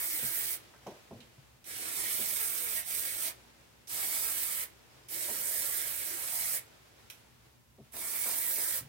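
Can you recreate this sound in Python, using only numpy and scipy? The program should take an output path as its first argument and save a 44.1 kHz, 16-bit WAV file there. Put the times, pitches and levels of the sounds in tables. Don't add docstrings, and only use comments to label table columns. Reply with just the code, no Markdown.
import sys
import numpy as np
from scipy import signal
from scipy.fft import rfft, irfft, next_fast_len
from scipy.io import wavfile
from scipy.ndimage import map_coordinates

SR = 44100
rng = np.random.default_rng(int(sys.argv[2]) if len(sys.argv) > 2 else 0)


def output_pcm(signal):
    pcm = np.clip(np.atleast_2d(signal).T, -1, 1) * 32767
    wavfile.write(sys.argv[1], SR, np.round(pcm).astype(np.int16))


N = 391608


def from_db(db):
    return 10 ** (np.asarray(db) / 20)


def rms_one(x):
    return x / np.sqrt(np.mean(x ** 2) + 1e-20)


def in_time(rows):
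    return np.interp(np.arange(N) / SR, *np.transpose(rows))


def slow_times():
    return np.arange(0, N / SR + .002, .001)


def at_hz(points, hz):
    points_hz, values = np.array(points)[:, 0], np.array(points)[:, 1]
    return np.interp(np.log(hz), np.log(points_hz), values)


def drift(rate_hz):
    r = np.exp(-80 * np.pi * rate_hz / SR)
    noise = rng.standard_normal(N // 40 + 2002)
    slow = signal.lfilter([1], [1, -2 * r, r * r], noise)[2000:]
    return np.interp(np.arange(N) / 40, np.arange(len(slow)), rms_one(slow))


def resonance(x, hz, width_hz):
    r = np.exp(-np.pi * width_hz / SR)
    feedback = [1, -2 * r * np.cos(2 * np.pi * hz / SR), r * r]
    return signal.lfilter(np.array([1, 0, -1]) * (1 - r * r) / 2, feedback, x)


def coloured(gains, alike, lag):
    size = next_fast_len(N)
    hz = np.maximum(np.fft.rfftfreq(size, 1 / SR), 10)
    shared, own = rng.standard_normal(N), rng.standard_normal((2, N))
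    late = shared
    if np.any(lag):
        late = map_coordinates(shared, [np.arange(N) - lag], order=3, mode="wrap")
    share = np.clip(at_hz(alike, hz), 0, 1)
    common = np.sqrt(share) * rfft(np.array([late, shared]), size)
    separate = np.sqrt(1 - share) * rfft(own, size)
    return irfft((common + separate) * gains(hz), size)[:, :N]


# (frequency [Hz], relative level [dB per Hz])
HUSH_COLOUR = [(18, -55), (30, -31), (124, 1.5), (153, -33), (170, -10), (210, -13), (239, -1), (328, -70),
               (889, -23), (1040, -18), (1160, -29), (4300, -30), (16000, -27.5)]
# (frequency [Hz], shared part of the power [0-1])
QUIET_ALIKE = [(40, 0.51), (130, 0.42), (300, 0.084), (700, 0.032), (1500, 0.015)]
# (frequency [Hz], width [Hz], level [dB])
HUM = [(62.3, 5.7, -71), (129, 40, -72)]
HUSH_DB = -65.5


def hush():
    hum = 0
    for hz, width_hz, db in HUM:
        hum = hum + from_db(db) * rms_one(resonance(rng.standard_normal(N), hz, width_hz))
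    air = rms_one(coloured(lambda hz: from_db(at_hz(HUSH_COLOUR, hz)), QUIET_ALIKE, 0))
    return from_db(HUSH_DB) * air + hum


# (start [s], end [s], frequency [Hz], width [Hz], level before fading [dB])
THIN_HISS = (4.87, 5.09, 5100, 120, -76)


def thin_hiss():
    start, end, hz, width_hz, db = THIN_HISS
    gate = in_time([(start, 0), (start + .04, 1), (end - .02, 1), (end, 0)])
    narrow = resonance(rng.standard_normal((2, N)), hz, width_hz)
    narrow = resonance(narrow, hz, width_hz)
    return from_db(db) * gate * rms_one(narrow)


# (frequency [Hz], relative level [dB per Hz])
BACKGROUND_COLOUR = [(120, -36), (200, -16), (322, -0.5), (836, -4.5), (1060, -6.5), (1400, -6.5),
                     (2470, -7.5), (5230, -12.5), (16000, -23)]
# (time of peak [s], peak level [dB], fade [dB per s])
SWELLS = [(.56, -55, 25), (.9, -58, 13.5), (1.2, -65.5, 9), (3.32, -58.5, 9), (4.66, -60.5, 7),
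          (4.98, -60.5, 46), (6.62, -58, 14), (7.0, -62.5, 24.5), (7.2, -66, 28), (7.47, -65, 90),
          (7.86, -65, 36), (8.8, -58.5, 22)]
SWELL_RISE_DB_PER_S = 79


def background(grain_db):
    peak_s, peak_db, fade = np.transpose(SWELLS)[:, :, None]
    since = slow_times() - peak_s
    swell_db = np.minimum(SWELL_RISE_DB_PER_S * since, -fade * since)
    swells = np.linalg.norm(from_db(peak_db + swell_db), axis=0)
    noise = rms_one(coloured(lambda hz: from_db(at_hz(BACKGROUND_COLOUR, hz)), QUIET_ALIKE, 0))
    return in_time(np.c_[slow_times(), swells]) * from_db(grain_db * drift(25)) * noise


def blow(start_s, peak_db, contact, modes, alike, top_hz, kick):
    start = round(start_s * SR)
    noise = rng.standard_normal((3, len(contact)))
    burst = contact * (alike * noise[0] + (1 - alike) * noise[1:])
    burst[:, 0] += kick * np.linalg.norm(burst[0])
    burst = signal.sosfilt(signal.butter(4, top_hz, fs=SR, output="sos"), burst)
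    rings = 0
    for hz, width_hz, db in modes:
        rings = rings + from_db(db) / np.sqrt(width_hz) * resonance(burst, hz, width_hz)
    rings = rings * from_db(peak_db) / np.abs(rings).max()
    out = np.zeros((2, N))
    out[:, start:start + len(contact)] = rings[:, :N - start]
    return out


# (time [s], peak [dB], tilt [dB per
# octave], contact's 60 dB fade [s], top frequency [Hz])
THUDS = [(0.226, -42, -14, .08, 500), (0.865, -34, 7, 0.08, 850), (0.879, -36.5, 9, 0.06, 700),
         (0.894, -40.5, 9, 0.25, 700), (1.109, -40, -8, 0.1, 950), (1.125, -41.5, -9, 0.18, 800),
         (1.158, -47, -8, 0.2, 600), (1.377, -48, -28, 0.032, 300), (2.189, -42, -4, 0.15, 600),
         (0.736, -49, 12, 0.11, 2000), (5.285, -39, 4, 0.19, 900), (7.783, -47, -3, 0.15, 700),
         (7.795, -45, -10, 0.08, 400), (7.942, -42.5, 4, 0.84, 1200), (8.258, -38.5, 11.5, 0.47, 1100),
         (8.579, -39, 3, 0.16, 1110), (8.808, -45, -30, 0.2, 249)]
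# (frequency [Hz], width [Hz], level before the tilt [dB])
SEAT = [(135, 18, -5), (221, 37, 2.5), (385, 160, 7), (617, 144, 3.5), (940, 200, -0.5), (1450, 360, -5.5)]


def thuds(rise_s, tail_db, tail_lasts):
    out, t = 0, np.arange(SR // 2) / SR
    for start_s, peak_db, tilt_db, t60_s, top_hz in THUDS:
        fade = from_db(-60 * t / t60_s)
        tail = from_db(tail_db - 60 * t / (tail_lasts * t60_s))
        contact = (1 - np.exp(-t / rise_s)) * (fade + tail)
        modes = [(hz, width_hz, db + tilt_db * np.log2(hz)) for hz, width_hz, db in SEAT]
        out = out + blow(start_s, peak_db, contact, modes, alike=.85, top_hz=top_hz, kick=.3)
    return out


# (time [s], peak before left-right shift [dB], centre [Hz],
# fall away from the centre [dB per octave], tail start against the crack [dB], left minus right [dB])
TICKS = [(0.868, -43, 4500, 8, -2, -10), (1.204, -45, 3300, 23, 7, -6), (1.642, -42.5, 7960, 3, 3, -7),
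         (2.83, -38, 4500, 12, 12, -5), (3.872, -45, 6000, 16, 14, -10), (5.086, -37, 9000, 8, 11, -3),
         (7.1, -32.5, 5000, -3, -4, -4.5), (7.109, -40, 11000, 3, -5, -6), (7.922, -50, 9000, 2, -11, -15)]
# (frequency [Hz], width [Hz], level before the fall [dB])
CAN = [(1640, 180, -1), (2510, 400, 11), (3100, 440, 10), (3750, 500, 8), (5600, 870, 10.5),
       (9000, 5100, 11), (13000, 7100, 10)]
CRACK_T60_S, TICK_TAIL_T60_S = .03, .27


def ticks():
    out, t = 0, np.arange(SR // 2) / SR
    crack, tail = from_db(-60 * t / CRACK_T60_S), from_db(-60 * t / TICK_TAIL_T60_S)
    for start_s, peak_db, centre_hz, fall_db, tail_db, pan_db in TICKS:
        modes = [(hz, width_hz, db - fall_db * abs(np.log2(hz / centre_hz))) for hz, width_hz, db in CAN]
        contact = crack + from_db(tail_db) * tail
        tick = blow(start_s, peak_db, contact, modes, alike=0.27, top_hz=18000, kick=0.094)
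        out = out + tick * from_db([[pan_db / 2], [-pan_db / 2]])
    return out


ROOM_T60_S, ROOM_DB = 0.2, -9.5


def room(x):
    t = np.arange(SR // 2) / SR
    noise = signal.lfilter([1], [1, -.5], rng.standard_normal((2, len(t))))
    tail = noise * from_db(-60 * t / ROOM_T60_S)
    tail = tail / np.sqrt(np.sum(tail ** 2, axis=1, keepdims=True))
    return from_db(ROOM_DB) * signal.fftconvolve(x, tail, axes=1)[:, :N]


# (frequency [Hz], left [relative dB per Hz], right [relative dB per Hz])
JET_COLOUR = [(144, -16.5, -20), (292, -13.5, -17.5), (300, -12.5, -10), (756, -9, -8),
              (1180, -11.5, -10.5), (1750, -6.5, -6), (2170, -6, -4), (2500, -12.5, -10),
              (4500, -10.5, -8.5), (7050, -13.5, -4.5), (7900, -10, -0.5), (8100, -9, 2), (11400, -7, 0),
              (14100, -4.5, 0), (16300, -4.5, -3)]
# (frequency [Hz], width [Hz], boost [dB])
CAN_HUM = [(320, 60, 4), (616, 55, 3), (960, 150, 2), (1316, 80, 2), (1875, 150, 2), (2250, 300, 2)]


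def jet_colour(hz):
    hum_db = sum(db / (1 + (2 * (hz - centre) / width) ** 2) for centre, width, db in CAN_HUM)
    return from_db([at_hz(np.array(JET_COLOUR)[:, [0, port]], hz) + hum_db for port in (1, 2)])


# (delay [ms], wander [ms], level [dB])
ECHOES = [(.72, .2, -12), (2.6, .7, -11), (4.3, .8, -12), (7.9, .9, -12)]


def echoes(x):
    out, n = x.copy(), np.arange(N)
    for delay_ms, wander_ms, db in ECHOES:
        wander = drift(1.5)
        for port in range(2):
            port_wander = wander + 0.239 * drift(1.45)
            lag = (delay_ms + wander_ms * port_wander) * SR / 1000
            out[port] += from_db(db) * np.interp(n - lag, n, x[port])
    return out


# (pressed [s], let go [s], time to build up [s], low rush before sweep [dB])
PRESSES = [(-.5, 0.53, 0.091, -48), (1.638, 2.79, 0.23, -46), (2.828, 3.273, 0.088, -46),
           (3.865, 4.617, 0.037, -46.5), (5.075, 6.558, 0.021, -46.5), (7.913, 8.772, 0.24, -49)]
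OPEN_S, BUILD_DB = 0.018, 10


def valve(late_s, follows, close_s):
    pressed, let_go, build_s, _ = np.transpose(PRESSES)[:, :, None]
    since = np.maximum(slow_times() - pressed - late_s, 0)
    closing = np.maximum(slow_times() - let_go, 0)
    crack_db = 40 * np.log10(1 - np.exp(-since / OPEN_S) + 1e-9)
    build_db = -follows * BUILD_DB * np.exp(-since / build_s)
    return crack_db + build_db - 20 * (closing / close_s) ** 2


# (time [s], level [dB])
SWEEP = [(0, -34), (.3, -33.5), (.55, -34), (1.75, -32.5), (2, -30.5), (2.45, -32), (2.67, -34.5),
         (2.79, -32.5), (2.95, -29), (3.18, -36.5), (3.27, -31.5), (4, -32), (4.3, -31.5), (4.63, -34.5),
         (5.28, -34), (5.5, -31.5), (5.74, -31.5), (5.92, -35.5), (6.07, -35.5), (6.2, -37), (6.4, -31.5),
         (6.57, -31.5), (8.27, -29), (8.44, -32), (8.69, -29.5), (8.8, -32)]
JET_CLOSE_S, RUSH_CLOSE_S = 0.048, 0.065
RUSH_LATE_S, RUSH_FOLLOWS = 0.0057, 0.6


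def spray_levels():
    sweep_db = np.interp(slow_times(), *np.transpose(SWEEP))
    rush_db = np.array(PRESSES)[:, 3:] + RUSH_FOLLOWS * (sweep_db - sweep_db.mean())
    jet = from_db(sweep_db + valve(0, 1, JET_CLOSE_S))
    rush = from_db(rush_db + valve(RUSH_LATE_S, RUSH_FOLLOWS, RUSH_CLOSE_S))
    levels = [10 * np.log10(np.sum(part ** 2, axis=0) + 1e-14) for part in (jet, rush)]
    return [in_time(np.c_[slow_times(), db]) for db in levels]


# (frequency [Hz], shared part of the power [0-1])
JET_ALIKE = [(200, .7), (700, .7), (1500, .65), (2500, .5), (5000, .35), (9000, .25)]
# (time [s], lag of the left port [ms])
LEFT_LAG = [(0, -.15), (1, -.1), (1.7, .27), (3, .36), (4, .25), (6.6, .3), (7.9, .05), (8.88, .05)]
# (time [s], jet left minus right [dB], topmost hiss [dB],
# then the five bands of AIMED_HZ: low hum [dB], middle rush [dB], nozzle ring [dB], lower hiss [dB],
# upper hiss [dB])
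AIM = [(0, 2, 3, 5.5, -1, 2.2, 1, -0.17), (.55, 0.5, 3.5, -2, -5, 0.32, 1, -0.44),
       (1.8, 0.5, -3.5, 3.5, -3, 0.5, 1, 0.87), (2.2, 0.5, 0.5, 2.5, -1, -1.2, 1, -.5),
       (2.6, -1.5, 2, -3, -3.5, -1.5, -0.71, -0.81), (3.1, 0.5, 0, -2, -2.5, -2.5, 0.55, -0.12),
       (4, 0.5, -1, -3, 2.5, -0.59, 1, 1), (4.6, .5, 2.5, -8, -4.5, 1, 1, -1.6),
       (5.3, 0, -0.5, 2, -1, -0.23, -1.9, 0), (5.7, -0.5, 0.5, -7.5, 1, -0.36, -2, -1.7),
       (6, 0, 1.5, -1, -4.5, 1.7, -0.29, 1.1), (6.2, 0, 0.5, 3, 3, 0.41, -1.8, -0.26),
       (6.5, 1, 1, -9.5, 0, -0.23, -2.2, -1.3), (8, 1, -0.5, -0.5, 2, -2.2, -1.8, -0.28),
       (8.4, .5, 2, 1, -0.5, 0, -0.25, -0.7), (8.8, 1, 1, -6, 0.5, -1, 0, -1.2)]
AIMED_HZ = [320, 820, 2100, 3400, 5400]
TOP_FROM_HZ = 9000
RUSH_TOP_HZ, JET_FROM_HZ = 2600, 7000


def spray(patchy_db, sputter_db):
    jet_db, rush_db = spray_levels()
    size = next_fast_len(N)
    hz = np.fft.rfftfreq(size, 1 / SR) + 1
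    noise = coloured(jet_colour, JET_ALIKE, in_time(LEFT_LAG) * SR / 1000)
    whole = rfft(echoes(noise), size)

    jet_part = [(RUSH_TOP_HZ, 0), (JET_FROM_HZ, 1)]
    treble = at_hz(jet_part, hz)
    rush_rms = np.linalg.norm(whole[:, treble == 0]) / size
    jet_rms = np.linalg.norm(whole[:, treble == 1]) / size
    whole = whole / (rush_rms ** (1 - treble) * jet_rms ** treble)

    centres = np.geomspace(200, 14000, 10)
    sputter = sputter_db * drift(100)
    pan_db, top_db, *aimed_db = (in_time(np.array(AIM)[:, [0, column]]) for column in range(1, 8))
    out = 0
    for k, centre in enumerate(centres):
        window = at_hz(np.c_[centres, np.arange(10) == k], hz)
        band = irfft(whole * window, size)[:, :N]
        share = at_hz(jet_part, centre)
        level_db = share * jet_db + (1 - share) * rush_db
        level_db = level_db + top_db * at_hz([(TOP_FROM_HZ, 0), (14000, 1)], centre)
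        for db, aimed_hz in zip(aimed_db, AIMED_HZ):
            if abs(np.log2(centre / aimed_hz)) < .3:
                level_db = level_db + db
        waver = (1 - 0.5 * share) * at_hz([(300, .5), (3000, .8), (5000, 1)], centre)
        patchy = waver * patchy_db * drift(11.2)
        side_db = share * pan_db * [[.5], [-.5]]
        out = out + band * from_db(side_db + level_db + sputter + patchy)
    return out


def scene():
    mist = spray(patchy_db=2.0, sputter_db=0.7)
    knocks = thuds(rise_s=.003, tail_db=-16, tail_lasts=2.2) + ticks()
    return hush() + thin_hiss() + background(grain_db=0.5) + knocks + room(mist) + mist


def record(dry):
    thin = signal.sosfilt(signal.butter(3, 46, "high", fs=SR, output="sos"), dry)
    return signal.sosfilt(signal.ellip(12, .5, 70, 15900, fs=SR, output="sos"), thin)


dry = scene()
out = record(dry)
output_pcm(out)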